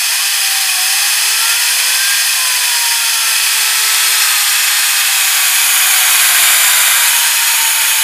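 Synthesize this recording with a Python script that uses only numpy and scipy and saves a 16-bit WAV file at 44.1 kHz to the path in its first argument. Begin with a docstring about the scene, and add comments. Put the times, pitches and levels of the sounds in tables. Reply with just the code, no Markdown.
"""On a workbench, compressed air hisses from a hose fitting into a plastic housing and spins a small
paddle wheel. The blades chop the jet into a thin whine that climbs, then slowly sags; the shaft shakes
the cardboard box that carries it. A motor, likely the compressor, cuts in faintly. The microphone starts
at arm's length, dips, and moves close to the housing, where the hiss is loudest and just clips."""
import sys
import numpy as np
from scipy import signal
from scipy.fft import rfft, irfft, next_fast_len
from scipy.io import wavfile
from scipy.ndimage import map_coordinates

SR = 44100
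rng = np.random.default_rng(int(sys.argv[2]) if len(sys.argv) > 2 else 0)


def store_wav(level_fs):
    """Save 16-bit WAV to argv[1]."""
    pcm = np.round(np.clip(np.atleast_2d(level_fs), -1, 1) * 32767)
    wavfile.write(sys.argv[1], SR, pcm.T.astype(np.int16))


N = 354123
TIME = np.arange(N) / SR

# jet strength at the microphone: (time [s], level [dB])
JET_LEVEL = [(0.0, -14), (0.5, -12.6), (0.72, -13.5), (1.0, -12), (2.0, -12.5), (3.2, -13), (4.15, -11),
             (4.95, -12), (5.5, -11), (6.4, -9), (6.75, -9.5), (7.05, -10), (7.35, -11.3), (8.03, -11.3)]
# wheel speed: (time [s], blade-passing rate [Hz])
BLADE_RATE = [(0.0, 226), (0.13, 325), (0.27, 409), (0.45, 388), (0.6, 393), (0.78, 365), (1.1, 411),
              (2.1, 537), (2.3, 529), (2.75, 477), (3.44, 440), (4.05, 437), (4.47, 409), (4.8, 417),
              (5.0, 400), (5.46, 375), (5.85, 382), (6.46, 352), (6.78, 328), (7.2, 314), (8.03, 295)]
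# microphone path: (time [s], place [0 far, 1 low, 2 near, 3 close], hand sway [0-1])
MIC_PATH = [(0, 0, 0.34), (3.3, 0, .3), (4.0, .9, 1), (5.0, 1.27, 0.74), (5.5, 1.76, 1), (6.15, 2.5, 1),
            (6.4, 3, 0.8), (7.0, 3, .7), (7.3, 1.5, 1), (7.65, 2, 0.99), (8.03, 2.2, 1)]


def amp(db):
    """Decibels to gain."""
    return 10 ** (np.asarray(db) / 20)


def unit_rms(x):
    """Scale to rms 1."""
    return x / np.sqrt(np.mean(x ** 2) + 1e-20)


def curves(rows, time_s):
    """Each column after the first, interpolated at time_s."""
    knots_s, *columns = np.transpose(rows)
    return [np.interp(time_s, knots_s, column) for column in columns]


def response_db(points, hz):
    """(frequency [Hz], level [dB]) points joined on a log axis."""
    knots_hz, db = np.transpose(points)
    return np.interp(np.log(hz + 1), np.log(knots_hz + 1), db)


def bells_db(rows, hz):
    """Sum of bell-shaped peaks and notches."""
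    return sum(db * 2 ** -(2 * (hz - centre_hz) / width_hz) ** 2 for centre_hz, width_hz, db in rows)


def wobble(knots_per_s, time_s=TIME):
    """Smooth random curve, rms near 1."""
    knots = rng.standard_normal(int(N * knots_per_s / SR) + 4)
    return map_coordinates(knots, [time_s * knots_per_s], mode="nearest")


def hiss():
    """Jet noise rings the housing and changes colour as the microphone moves."""
    # jet turbulence: (frequency [Hz], relative density [dB])
    jet_spectrum = [(70, -78), (130, -50), (200, -44), (300, -31), (450, -26.5), (600, -16.5), (740, -8.5),
                    (950, -5.5), (1300, -5), (1700, 1.7), (3000, 0.5), (6000, -3), (10000, -0.73),
                    (15200, -11.5)]
    # housing resonances and dips: (centre [Hz], width [Hz], gain [dB])
    housing_modes = [(1580, 45, 2), (1847, 43, 2), (2166, 127, -4), (2514, 165, 5), (2806, 170, -4),
                     (3360, 140, 1), (3880, 350, -2), (5000, 170, 2.5), (5870, 700, -1.5)]
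    hz, frame_s, noise = signal.stft(rng.standard_normal(N), SR, nperseg=2048)
    source_db = response_db(jet_spectrum, hz) + bells_db(housing_modes, hz)
    path_db = bench_colour_db(hz, frame_s, slide_per_place=0.032)
    path_db += echo_combs_db(hz, frame_s, drift_s=0.00005, treble_hz=4000)
    gain = amp(source_db[:, None] + path_db)
    gain /= np.sqrt(np.mean(gain ** 2, axis=0))  # equal power per frame
    air = unit_rms(signal.istft(noise * gain, SR)[1][:N])
    flutter_db = 0.19 * wobble(14) + 0.31 * wobble(60)
    return air * amp(curves(JET_LEVEL, TIME)[0] + flutter_db)


def bench_colour_db(hz, frame_s, slide_per_place):
    """Peaks and notches from bench and box slide in pitch and crossfade along the microphone path."""
    # peaks and notches at each place: (centre [Hz], width [Hz], gain [dB])
    far = [(576, 170.0, -2.3), (1300, 570, -1.9), (1480, 66, -8), (2190, 290, -4), (2820, 90.0, -4),
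           (3715, 230, -7), (4050, 104, -5), (4250, 3800, 3), (5125, 240, 3.5), (6350, 200, 4),
           (7110, 270, -5.5), (8900, 300.0, 3), (9400, 230.0, -4.5), (10400, 910.0, 1.8), (11100, 390.0, 0),
           (12827, 530.0, 2), (14556, 1810.0, 2.5)]
    low = [(597, 450, -2.5), (2430, 240, -6), (2930, 1370, 4), (3000, 350, -6), (4300, 190.0, 5.5),
           (5190, 150, 5.5), (5800, 190.0, 4), (7000, 300, 1.5), (7200, 120.0, -6), (8800, 280, 5),
           (10000, 1300, -3.5), (12800, 320.0, 5), (13056, 370.0, 2)]
    near = [(927, 79, 4), (1460, 230, 3.5), (1830, 200, -2.5), (2340, 440, 2), (2708, 100.0, -4),
            (3057, 400, 3), (4673, 130.0, -4), (5253, 290.0, -7), (5940, 400, -9), (6323, 110, -16),
            (6410, 1350, 7.5), (8050, 4300, -2), (9270, 190, 5), (10800, 590, 5), (13677, 3500, 5)]
    close = [(603, 410, 3), (1470, 530, 4.5), (1740, 130, -7), (2500, 1000, 4), (2580, 290, -7),
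             (3700, 190, 5.5), (4717, 4200, -1), (5170, 190, -10), (5731, 400.0, -3.5), (7130, 320.0, 5.5),
             (7911, 250.0, -3), (9500, 380.0, -3), (10860, 510, 6.5), (12360, 650.0, 7), (14100, 630.0, 7)]
    place = curves(MIC_PATH, frame_s)[0]
    colour_db = 0
    for k, peaks in enumerate([far, low, near, close]):
        weight = np.clip(1 - abs(place - k), 0, 1)
        slid_hz = np.outer(hz, 1 + slide_per_place * (place - k))
        colour_db += weight * np.interp(slid_hz, hz, bells_db(peaks, hz))
    return colour_db


def echo_combs_db(hz, frame_s, drift_s, treble_hz):
    """Each echo combs the spectrum, mostly in the treble; the combs slide as the hand sways."""
    # bench, box and wall echoes: (delay [s], ripple at full weight [dB])
    echoes = [(.0008, 1.5), (.0013, 0.5), (.00175, 1.4), (.00436, 2.5)]
    sway = curves(MIC_PATH, frame_s)[1]
    weight = sway * (hz / (hz + treble_hz))[:, None]
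    combs_db = 0
    for delay_s, ripple_db in echoes:
        swayed_s = delay_s + drift_s * sway * wobble(1.594, frame_s)
        combs_db += ripple_db * np.cos(2 * np.pi * np.outer(hz, swayed_s))
    return weight * combs_db


def whine(waver, shimmer_db, wander_db, spin_up_s, spin_up_db):
    """Blades chop the jet; three harmonics follow its strength and glide through resonances."""
    # housing radiation of a blade tone: (frequency [Hz], level re jet [dB])
    radiation = [(220, -55), (330, -49), (450, -40.5), (620, -37.5), (730, -23.5), (1000, -25.5),
                 (1200, -26), (1600, -19.5)]
    # narrow resonances and dips: (centre [Hz], width [Hz], gain [dB])
    tone_modes = [(325, 25, -5), (362, 32, 5), (434, 20, 5.5), (505, 38, 5), (532, 16, -9), (620, 20, -6),
                  (854, 50, -2), (912, 50, 2.5), (1002, 78, 4), (1100, 40, 4), (1362, 88, 6),
                  (1475, 35, -10), (1612, 83, 6)]
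    # blade harmonics 1-3: (level [dB], tilt factor [1])
    harmonics = [(0.0, -0.022), (-0.5, -1.2), (0.1, 0.73)]
    # whine colour, positive favours harmonic 3 over 2: (time [s], tilt [dB])
    tilt = [(0, 3), (0.35, 3), (0.6, -3.5), (0.95, -2.5), (1.4, -0.5), (2.1, 3.5), (2.45, -6), (3.4, 1),
            (6.1, 2), (6.8, -0.5), (7.3, 5)]
    blade_hz = curves(BLADE_RATE, TIME)[0]
    tilt_db = curves(tilt, TIME)[0]
    drive_db = curves(JET_LEVEL, TIME)[0] - spin_up_db * np.clip(1 - TIME / spin_up_s, 0, 1)
    phase = 2 * np.pi * np.cumsum(blade_hz * (1 + waver * wobble(45))) / SR
    tone = 0
    for k, (level_db, tilt_factor) in enumerate(harmonics, 1):
        body_db = response_db(radiation, k * blade_hz) + bells_db(tone_modes, k * blade_hz)
        turbulence_db = shimmer_db * wobble(30) + wander_db * wobble(7)
        harmonic_db = drive_db + level_db + tilt_factor * tilt_db + body_db + turbulence_db
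        tone += amp(harmonic_db) * np.sin(k * phase)
    return np.sqrt(2) * tone


def shaft(blades, shake_db):
    """The unbalanced shaft shakes the box; its orders swell as they cross a resonance."""
    # cardboard box resonances: (centre [Hz], width [Hz], gain [dB])
    box_modes = [(161, 16, 10.5), (323, 69, 27)]
    shaft_hz = curves(BLADE_RATE, TIME)[0] / blades
    phase = 2 * np.pi * np.cumsum(shaft_hz) / SR
    hum = 0
    for order in (3, 5, 6):
        hum += amp(shake_db + bells_db(box_modes, order * shaft_hz)) * np.sin(order * phase)
    return amp(2 * wobble(13)) * hum


def compressor(start_s, rise_s, shaft_hz):
    """A distant motor comes up to speed and hums steadily."""
    # motor hum: (shaft order [1], level [dB])
    orders = [(3, -65.5), (5, -57.5), (9, -55.5)]
    run_up = np.clip((TIME - start_s) / rise_s, 0, 1)
    rate_hz = shaft_hz * run_up * (1 + 0.00092 * wobble(6))
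    phase = 2 * np.pi * np.cumsum(rate_hz) / SR
    hum = sum(amp(db + wobble(5)) * np.sin(order * phase) for order, db in orders)
    return np.sqrt(2) * run_up ** 2 * hum


def low_pass(x, top_hz):
    """Brick-wall cut above top_hz."""
    size = next_fast_len(N + SR // 2)
    passband = np.fft.rfftfreq(size, 1 / SR) < top_hz
    return irfft(rfft(x, size) * passband, size)[..., :N]


def scene():
    """Hiss, wheel and motor, alike in both channels."""
    wheel = whine(waver=0.0015, shimmer_db=1.6, wander_db=1.56, spin_up_s=0.35, spin_up_db=6)
    wheel += shaft(blades=8, shake_db=-85.5)
    mono = hiss() + wheel + compressor(start_s=5.7, rise_s=0.22, shaft_hz=58.6)
    return np.array([mono, mono])


def record(dry):
    """The tallest peaks are clipped; a band limit follows."""
    return low_pass(np.clip(dry, -1.03, 1.03), top_hz=15380)


dry = scene()
out = record(dry)
store_wav(out)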